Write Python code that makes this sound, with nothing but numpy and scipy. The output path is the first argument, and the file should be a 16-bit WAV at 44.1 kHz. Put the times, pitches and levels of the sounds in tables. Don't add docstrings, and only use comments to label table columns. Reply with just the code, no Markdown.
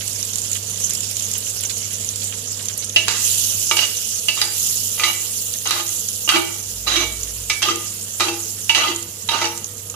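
import sys
import numpy as np
from scipy import signal
from scipy.fft import rfft, irfft
from scipy.io import wavfile
from scipy.ndimage import map_coordinates

SR = 44100
rng = np.random.default_rng(int(sys.argv[2]) if len(sys.argv) > 2 else 0)


def transcribe(u):
    v = np.clip(np.atleast_2d(u).T, -1, 1)
    q = np.round(v * 32767).astype(np.int16)
    wavfile.write(sys.argv[1], SR, q)


N = 438774
HZ = np.maximum(np.arange(N // 2 + 1) * SR / N, 1)

# (time [s], fizz level before trim [dB], fine hiss over fizz [dB], left over right before trim [dB])
SIMMER = [(0, -28, -9.5, -11.5), (1.2, -27.5, -10.5, -10), (2.9, -31, -12.5, -10), (4.0, -24.5, -6, -8.5),
          (6.0, -28, -1, -9), (8.0, -31, -5.5, -8.5), (9.95, -33, 0.5, -11)]
# (start time [s], peak fizz level before trim [dB])
FLARES = [(3.14, -16.5), (3.898, -53.5), (4.48, -19.5), (5.13, -25.5), (5.8, -24), (6.45, -44), (7.08, -32),
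          (7.72, -30), (8.32, -29.5), (8.93, -64), (9.5, -42)]
# (frequency [Hz], relative level per Hz [dB])
FIZZ_COLOUR = [(400, 10.5), (700, -24.5), (1580, -24), (2310, -20.5), (2870, -9), (3870, -11.5), (5290, -8),
               (6020, -2.5), (7250, 0.5), (7900, -7), (8400, -11), (9100, -6), (9800, -10.5), (10800, -7),
               (13000, -14), (15500, -20.5)]
# (time [s], level before gain [dB], starting pitch [Hz])
SPITS = [(0.0792, -12.5, 7800), (0.2284, -11.5, 5970), (0.3576, -9.5, 7160), (0.3845, -13, 7040),
         (0.4179, -14.5, 7040), (0.5162, -10.5, 7050), (0.5314, -9, 6840), (0.8949, -14, 7140),
         (0.9348, -13, 7000), (1.1682, -10.5, 6900), (1.1967, -13.5, 6400), (1.2411, -17, 6560),
         (1.3149, -12, 7140), (1.6367, -13, 7400), (2.0467, -14, 7100), (2.0896, -11.5, 6230),
         (2.159, -12.5, 7240), (2.6564, -16, 7140), (2.6853, -10.5, 6400), (2.7776, -12, 10800),
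         (5.5384, -14, 6300), (5.6735, -9, 6550), (5.8785, -15, 6900), (6.0871, -10.5, 6660),
         (7.2325, -13, 6940), (7.7583, -13.5, 7060), (8.961, -13, 6960), (9.5766, -17, 7340),
         (9.644, -15, 6360), (9.8994, -16, 6750), (0.6978, -16, 9120), (0.9363, -15, 11200),
         (1.1119, -17, 10800), (1.3069, -21, 9300), (1.337, -12.5, 7000), (1.3813, -11.5, 11100),
         (1.505, -19, 9490), (1.6082, -14, 9650), (1.7789, -19, 10900), (1.9325, -17, 10600),
         (2.2428, -17, 9130), (0.9075, -11.5, 6200), (0.95, -14, 7160), (1.006, -12, 7060),
         (1.223, -14, 7100), (2.895, -15, 6500), (5.892, -14, 6600), (0.9, -13, 7600), (0.974, -19, 6960),
         (9.027, -16.5, 7000), (7.124, -17, 7200)]
# (time [s], level before gain [dB], starting pitch [Hz])
POPS = [(0.0095, -13, 3220), (0.5546, -11.5, 3030), (1.3538, -15.5, 2970), (1.6357, -13.5, 3150),
        (1.6965, -8.5, 4400), (2.2203, -14, 4280), (2.3251, -13, 2920), (2.5965, -16.5, 3060),
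        (2.6973, -15.5, 3220), (2.825, -12.5, 4360), (5.539, -18, 3400), (4.157, -23, 3600)]
# (start time [s], lift-off time [s], start level [dB], lift-off level [dB],
#  middle-mode boost [dB], lowest-mode boost at lift-off [dB],
#  squeal at start [Hz], squeal at lift-off [Hz], grit over stroke [dB])
SCRAPES = [(3.073, 3.18, -36, -36, 0.5, -12, 854, 2020, 8.5),
           (3.768, 3.843, -30.5, -33, -29, -1, 4700, 2860, 9.5),
           (4.367, 4.45, -38, -42, 3.5, 3, 3070, 3880, 10),
           (4.977, 5.1, -36.5, -28.5, 3, -2, 2020, 2894, -12),
           (5.654, 5.811, -33.5, -33, 5, 8, 3840, 3800, 4),
           (6.277, 6.368, -38, -23.5, 10.5, 12.5, 2930, 1990, -9),
           (6.865, 7.035, -27.5, -30.5, 4, 10, 3935, 3860, -1),
           (7.619, 7.713, -32, -26.5, 3.5, 12.5, 3120, 1230, 1.5),
           (8.198, 8.291, -25, -35.5, 8, 16.5, 3940, 865, 3.5),
           (8.755, 8.919, -26.5, -34, 5, 10.5, 4000, 1250, -2.5),
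           (9.312, 9.463, -30, -31.5, 7, 3.5, 1170, 5760, -0.5),
           (9.942, 9.942, -31, -50, 17, 0, 1230, 1240, -13)]
# (time [s], relative level [dB], favoured pitch [Hz], second favoured pitch [Hz],
#  low-mode boost [dB], favoured low pitch [Hz], tick over tap before trim [dB])
TAPS = [(2.961, 6, 2900, 2730, -8.5, 628, -17), (3.0822, -7.5, 4940, 3870, 6.5, 990, 18.5),
        (3.712, 0.5, 2260, 2880, 4.5, 1150, 9), (3.7685, -2, 2950, 4860, -5, 870, 0),
        (4.2843, 0.5, 2840, 4840, -9, 640, 1), (4.376, -16, 3800, 2930, 0, 1190, 0),
        (4.4155, -1, 4850, 3900, -5.5, 816, 11), (4.996, -4, 2400, 2000, -1.5, 1210, -1),
        (5.035, 4.5, 2120, 3990, -5, 1180, -17), (5.7085, -1.5, 4080, 4890, -8, 1210, 13.5),
        (6.2902, 6, 3010, 4430, -5.5, 1180, 2), (6.345, -7, 2830, 3930, 2, 1170, -4),
        (6.358, -3.5, 2310, 3010, 10, 984, -7), (6.8701, -14, 3750, 4700, 9, 1184, 2),
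        (6.965, -2.5, 2260, 5840, -10, 1200, 1), (7.013, -18, 3190, 3730, 13, 640, 0),
        (7.4981, 4.5, 2270, 3560, -12, 1180, -3), (7.62, -5, 5860, 2070, -10, 1500, 4),
        (7.627, -2, 3230, 2750, -8, 1500, 7), (7.686, -14.5, 3150, 2000, 12.5, 1284, -7),
        (8.2056, -7, 3820, 4570, 8.5, 1205, 13.5), (8.283, -6.5, 2730, 3200, 5, 795, 0),
        (8.6947, 3, 2820, 2330, -4.5, 907, -1), (8.748, 4, 2940, 4000, -17, 930, -13),
        (8.84, -15.5, 2940, 3820, 16.5, 1270, -3.5), (8.874, -9, 1995, 2980, -10, 1240, 2),
        (9.288, -0.5, 3880, 3140, -3.5, 925, -24), (9.415, -7, 1990, 2320, 12, 1000, 0),
        (9.453, -10, 5840, 4890, -10, 900, 9)]
# (frequency [Hz], 60 dB decay time before shortening for taps and strokes [s], relative level [dB])
PAN_MODES = [(339.9, 0.85, -3), (361, 0.17, -10.5), (468, 0.52, -17), (643.3, 0.53, -21),
             (822, 0.71, -20.5), (858.5, 0.25, -14.5), (920.7, 0.3, -14), (1168, 0.17, -20),
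             (1230, 0.3, -12), (1314, 0.12, -12), (1380, 0.09, -23), (1474, 0.076, -11), (1726, 0.4, -15),
             (2016, 0.24, -6), (2150, 0.17, -16), (2285, 0.59, -10.5), (2424, 0.18, -5.5),
             (2573, 0.2, -19.5), (2680, 0.26, -3.5), (2740, 0.17, -7.5), (2861, 0.15, -0.5),
             (2878, 0.14, -4.5), (3140, 0.097, -3), (3144, 0.2, -13.5), (3200, 0.14, -2), (3420, 0.22, -5),
             (3720, 0.19, -4), (3880, 0.14, -3), (3950, 0.19, -6.5), (4000, 0.14, -7), (4290, 0.11, -4),
             (4540, 0.18, -7), (4694, 0.15, -7), (4820, 0.2, -3.5), (5250, 0.13, -15), (5800, 0.16, -7),
             (5870, 0.13, -10), (6250, 0.079, 1), (6800, 0.17, -5)]
# (frequency [Hz], left over right before foam balance [dB])
FOAM_SHADE = [(700, -28), (1290, 1.5), (2380, -11), (4400, -9), (7000, -7.5), (8500, 0), (12000, -7),
              (15000, 6.5)]
# (frequency [Hz], left over right [dB])
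SPOON_SHADE = [(400, -2), (1300, -1), (2380, -4.5), (4400, -11), (8000, -2.5)]
# (frequency [Hz], power share of direct sound at the left [0 to 1])
LIKENESS = [(300, 0.83), (700, 0.065), (1650, 0.11), (3500, 0.034), (8000, 0.0024)]
# (time [s], level before its waver and port balance [dB])
HUM = [(0, -39.5), (3.2, -40.5), (3.55, -39.5), (3.8, -45), (4.45, -45.5), (4.85, -41.5), (5.03, -44.5),
       (7.5, -42.5), (8.7, -43.5), (9.95, -43)]
# (frequency [Hz], level before flutter and port balance [dB])
MOTOR_TONES = [(223, -62.5), (446, -59.5), (487, -59.5), (580, -83)]
# (frequency [Hz], relative level per Hz [dB])
RUMBLE_COLOUR = [(12, -56), (20, -32), (43, -12), (69, -9.5), (97, -2), (121, -8), (148, -8.5), (213, -4.5),
                 (282, -15), (390, -15.5), (449, -10), (874, -24), (2500, -29), (3250, -66), (5500, -120)]

RUMBLE_DB = -46
FLARE_RISE_S, FLARE_HOLD_S, FLARE_FADE_DB_PER_S, FLARE_BRIGHT_DB = 0.12, 0.046, 18, 6
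SWEPT_DB, SWEPT_EDGE_S = 0.5, 0.03
SPREAD_S = 2.95
DRONE_S, DRONE_HALF_S, DRONE_DB = 7.12, 0.42, -37.5
BEND_S = 3e-5
CUTOFF_HZ = 15750


def foam_level():
    t = np.arange(N) / SR
    simmer_db, hiss_db = in_time(SIMMER)[:2]
    flare_power = 0
    for start, peak_db in FLARES:
        rise = np.clip((t - start) / FLARE_RISE_S, 0, 1)
        fading_s = np.maximum(t - start - FLARE_RISE_S - FLARE_HOLD_S, 0)
        flare_power = flare_power + (rise * amp(peak_db - FLARE_FADE_DB_PER_S * fading_s)) ** 2
    power = amp(simmer_db) ** 2 + flare_power
    swept = sum(np.clip(np.minimum(t - t0, t1 - t) / SWEPT_EDGE_S + 1, 0, 1) for t0, t1, *_ in SCRAPES)
    return 10 * np.log10(power) + SWEPT_DB * swept, hiss_db + FLARE_BRIGHT_DB * flare_power / power


def fizz():
    fizz_db, hiss_db = foam_level()
    change_db = fizz_db - np.mean(fizz_db)
    before_spread = np.arange(N) / SR < SPREAD_S
    pooled = np.where(before_spread, 1, 0.55)
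    together = drift(18.0) + 1.27 * drift(33.0)
    clicks = [grains(5000, spread_db=2.0) for _ in range(4)]
    out = np.zeros((2, N))
    for k, low in enumerate(600 * 2 ** np.arange(0, 4.8, 1 / 4)):
        hz = low * 2 ** (1 / 8)
        tilt = np.clip(np.log2(hz / 11000.0) / 2.0, -.35, 1)
        clump_db = 2.56 * pooled * np.exp(-np.log2(hz / 6000.0) ** 2 / 0.1)
        flutter_db = 1.87 + clump_db + 1.6 * (hz < 2500)
        own_db = flutter_db * (0.94 * drift(14.6) + 0.46 * drift(54.0))
        lag_db = -.6 * change_db * (hz < 2500)
        gain = amp(lag_db + tilt * (hiss_db + 11) + 0.6 * pooled * together + own_db)
        gain = gain * np.sqrt(hz / 10800.0)
        out += gain * rms_one(band(np.array(clicks[k % 2::2]), low, low * 2 ** (1 / 4)))
    crackle = band(grains(np.where(before_spread, 300.0, 60.0), spread_db=2.0), 2400, 11000)
    out += amp(20.5) * np.array([crackle, np.roll(crackle, 60)])
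    return amp(fizz_db + 3.0) * irfft(rfft(out) * amp(at_hz(FIZZ_COLOUR, HZ)), N)


def bursts(events, cycles, spray_s, gain_db):
    length = 900
    t = np.arange(length) / SR
    out = np.zeros(N + length)
    for s, db, hz in events:
        envelope = np.exp(-t * hz / cycles) * (1 - np.exp(-t * hz / 0.5))
        tone = np.sin(2 * np.pi * hz * t * (1 + 3.2 * t)) * envelope
        noise = rng.standard_normal(length)
        spray = 0.19 * band(noise, hz * 0.51, hz * 1.63) * np.exp(-t / spray_s)
        start = round(s * SR)
        out[start:start + length] += amp(db + gain_db) * (tone + spray)
    return out[:N]


def scattered(count, top_db, low_hz, high_hz, early):
    when, side, size, pitch = rng.random((count, 4)).T
    s = np.where(side < early, when * SPREAD_S, SPREAD_S + when * (N / SR - SPREAD_S))
    return list(zip(s, top_db - 8.1 * size - 0.64 * s, low_hz * (high_hz / low_hz) ** pitch))


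def spits_and_pops():
    small_spits = scattered(count=110, top_db=-18.5, low_hz=6410, high_hz=8130, early=0.46)
    small_pops = scattered(count=50, top_db=-22.5, low_hz=2780, high_hz=4470, early=0.56)
    out = bursts(SPITS, cycles=7.7, spray_s=0.0064, gain_db=9.5)
    out += bursts(POPS, cycles=2.2, spray_s=0.16, gain_db=5.0)
    out += bursts(small_spits, cycles=14.6, spray_s=0.017, gain_db=9.0)
    return out + bursts(small_pops, cycles=3.5, spray_s=0.015, gain_db=10.5)


def stroke_curves():
    rows = []
    for t0, t1, db0, db1, middle, low, hz0, hz1, grit in SCRAPES:
        rows += [(t0 - .002, -80, middle, low - 12, hz0, hz1, 0, grit),
                 (t0, db0, middle, low - 12, hz0, hz1, 0, grit),
                 (t1, db1, middle, low, hz0, hz1, 1, grit),
                 (t1 + 0.02, db1 - 19.0, middle, low, hz0, hz1, 1, grit)]
    return in_time(rows)


def scraped_mode(mode, curves, rubs):
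    hz, t60, db = mode
    scrape_db, middle_db, low_db, first_hz, last_hz, along, _ = curves
    colour_db = low_db if hz < 700 else middle_db if hz < 1600 else 0
    squeal = sum(np.sqrt(share) * np.exp(-np.log2(hz / pitch) ** 2 / 0.0019)
                 for share, pitch in [(1 - along, first_hz), (along, last_hz)])
    contact_db = 5.1 * np.clip(drift(15.4), -3, 1.6)
    gain = amp(scrape_db + colour_db + db + 9.4 * np.minimum(squeal, 1) + contact_db)
    gain = gain / np.sqrt(t60 * SR / 28)
    return ring(gain * rubs, hz, t60 * 0.48)


def tapped_mode(mode, at):
    hz, t60, db = mode
    tap_db, tap_hz, second_hz, low_boost_db, low_hz, _ = np.transpose(TAPS)[1:]
    favour_db = 14.0 * np.exp(-np.log2(hz / (low_hz if hz < 1600 else tap_hz)) ** 2 / 0.0097)
    second_db = 10.0 * np.exp(-np.log2(hz / second_hz) ** 2 / 0.0019) * (hz > 1600)
    favour_db = np.maximum(favour_db, second_db)
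    low_db = low_boost_db * (hz < 1600) - 9.6 * (hz < 500)
    blows = amp(tap_db + db - 22.5 + favour_db + low_db + rng.normal(0, 1.74, len(at)))
    blows = blows * rng.choice([-1, 1], len(at))
    n = np.arange(260)
    chatter = np.cos(2 * np.pi * hz * n / SR) + 0.13 * rng.standard_normal(260)
    chatter = chatter * np.exp(-n / 18.0)
    chatter = chatter / abs(np.sum(chatter * np.exp(-2j * np.pi * hz * n / SR)))
    landing = np.zeros(N)
    np.add.at(landing, np.add.outer(at, n), np.outer(blows, chatter))
    clank = ring(landing, hz, t60 * 0.71) + amp(-11.0) * ring(landing, hz, t60 * 0.19)
    return clank * [[1], [rng.choice([-1, 1]) if hz > 2600 else 1]]


def contact_grit(curves, rubs, at):
    scrape_db, middle_db, grit_db = curves[0], curves[1], curves[-1]
    taps = np.transpose(TAPS)
    tap_db, tick_db = taps[1], taps[-1]
    knocks, ticks = np.zeros((2, N))
    knocks[at] = amp(tap_db - 20.5)
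    ticks[at] = amp(tap_db + tick_db - 14.0)
    rasp = amp(scrape_db + grit_db + 1.95 * drift(22)) + signal.lfilter([1], [1, -.999], knocks)
    sand = rubs + 1.5 * rng.standard_normal((2, N))
    high = rms_one(band(sand, 3440, 6300))
    middle = amp(middle_db - 15.5) * rms_one(band(sand, 1120, 2260))
    tick = signal.lfilter([1], [1, -.98], ticks) * rms_one(band(sand, 1360, 8200))
    return rasp * (high + middle) + tick


def spoon():
    curves = stroke_curves()
    at = [round(row[0] * SR) for row in TAPS]
    rubs = np.array([rms_one(grains(2000, spread_db=3.0) * amp(3.25 * drift(86))) for _ in range(2)])
    modes = np.zeros((2, N))
    for mode in PAN_MODES:
        modes += scraped_mode(mode, curves, rubs) + tapped_mode(mode, at)
    bent = np.arange(N) + BEND_S * SR * drift(9.2)
    places = [np.arange(2)[:, None] + 0 * bent, [bent, bent]]
    modes = map_coordinates(modes, places, order=3, mode="nearest")
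    direct = band(modes, 430, 8900)
    direct = direct + contact_grit(curves, rubs, at)
    n = np.arange(12000)
    walls = rng.standard_normal((2, 12000)) * amp(-60 * n / SR / 0.48)
    tail = signal.fftconvolve(direct, walls, axes=1)
    return direct + amp(-37.5) * tail[:, :N]


def ports(direct, other, shade):
    alike = np.clip(at_hz(LIKENESS, HZ), 0, 1)
    left = np.sqrt(alike) * rfft(np.roll(direct, -4)) + np.sqrt(1 - alike) * rfft(other)
    return np.array([irfft(left * amp(at_hz(shade, HZ)), N), direct])


def kitchen():
    t = np.arange(N) / SR
    hum_db = in_time(HUM)[0]
    hum = amp(hum_db + 0.63 * drift(3.3)) * np.sin(2 * np.pi * 100 * t + 0.17 * drift(1.9))
    drone_db = DRONE_DB - 10 * ((t - DRONE_S) / DRONE_HALF_S) ** 4
    drone = amp(drone_db) * np.sin(2 * np.pi * 55.5 * t + 0.41 * drift(1.4))
    motors = sum(amp(db + 5.3 * drift(14.5)) * np.sin(2 * np.pi * hz * t + drift(2.6))
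                 for hz, db in MOTOR_TONES)
    mid, side = irfft(rfft(rng.standard_normal((2, N))) * amp(at_hz(RUMBLE_COLOUR, HZ)), N)
    side = irfft(rfft(side) * np.clip(HZ / 1500, .3, 1) ** 1.7, N)
    rumble_gain = amp(RUMBLE_DB + 0.82 * (hum_db + 43))
    rumble = rumble_gain * (mid + side * [[1], [-1]]) / np.std(mid)
    return np.sqrt(2) * (hum + drone + motors) * amp([[-.4], [.4]]) + rumble


def amp(db):
    return 10 ** (np.asarray(db) / 20)


def rms_one(x):
    return x / np.sqrt(np.mean(x ** 2) + 1e-20)


def in_time(rows):
    s, *columns = np.transpose(rows)
    return [np.interp(np.arange(N) / SR, s, c) for c in columns]


def at_hz(points, hz):
    points = np.array(points, float)
    return np.interp(np.log(hz), np.log(np.maximum(points[:, 0], 1)), points[:, 1])


def drift(rate):
    r = np.exp(-40 * np.pi * rate / SR)
    noise = rng.standard_normal(N // 20 + 4002)
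    slow = signal.lfilter([1], [1, -2 * r, r * r], noise)[4000:]
    return np.interp(np.arange(N) / 20, np.arange(len(slow)), rms_one(slow))


def ring(clicks, hz, t60):
    r, w = amp(-60 / (t60 * SR)), 2 * np.pi * hz / SR
    return signal.lfilter([0, np.sin(w)], [1, -2 * r * np.cos(w), r * r], clicks + 1e-18)


def band(x, low_hz, high_hz):
    edges = [low_hz, min(high_hz, SR * .45)]
    return signal.sosfilt(signal.butter(2, edges, "band", fs=SR, output="sos"), x)


def grains(per_s, spread_db):
    sizes = amp(spread_db * np.minimum(rng.exponential(1, N), 5)) * rng.choice([-1, 1], N)
    return sizes * (rng.random(N) < per_s / SR)


def scene():
    near, far = fizz()
    spits = spits_and_pops()
    echo = np.roll(spits, 140)
    foam = ports(near + spits, far + echo, shade=FOAM_SHADE)
    foam[0] *= amp(in_time(SIMMER)[2] + 6.5)
    return foam + ports(*spoon(), shade=SPOON_SHADE) + kitchen()


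def record(dry):
    rounded = 1.2 * np.tanh(dry / 1.2)
    return signal.sosfilt(signal.cheby2(14, 60, CUTOFF_HZ, fs=SR, output="sos"), rounded)


dry = scene()
out = record(dry)
transcribe(out)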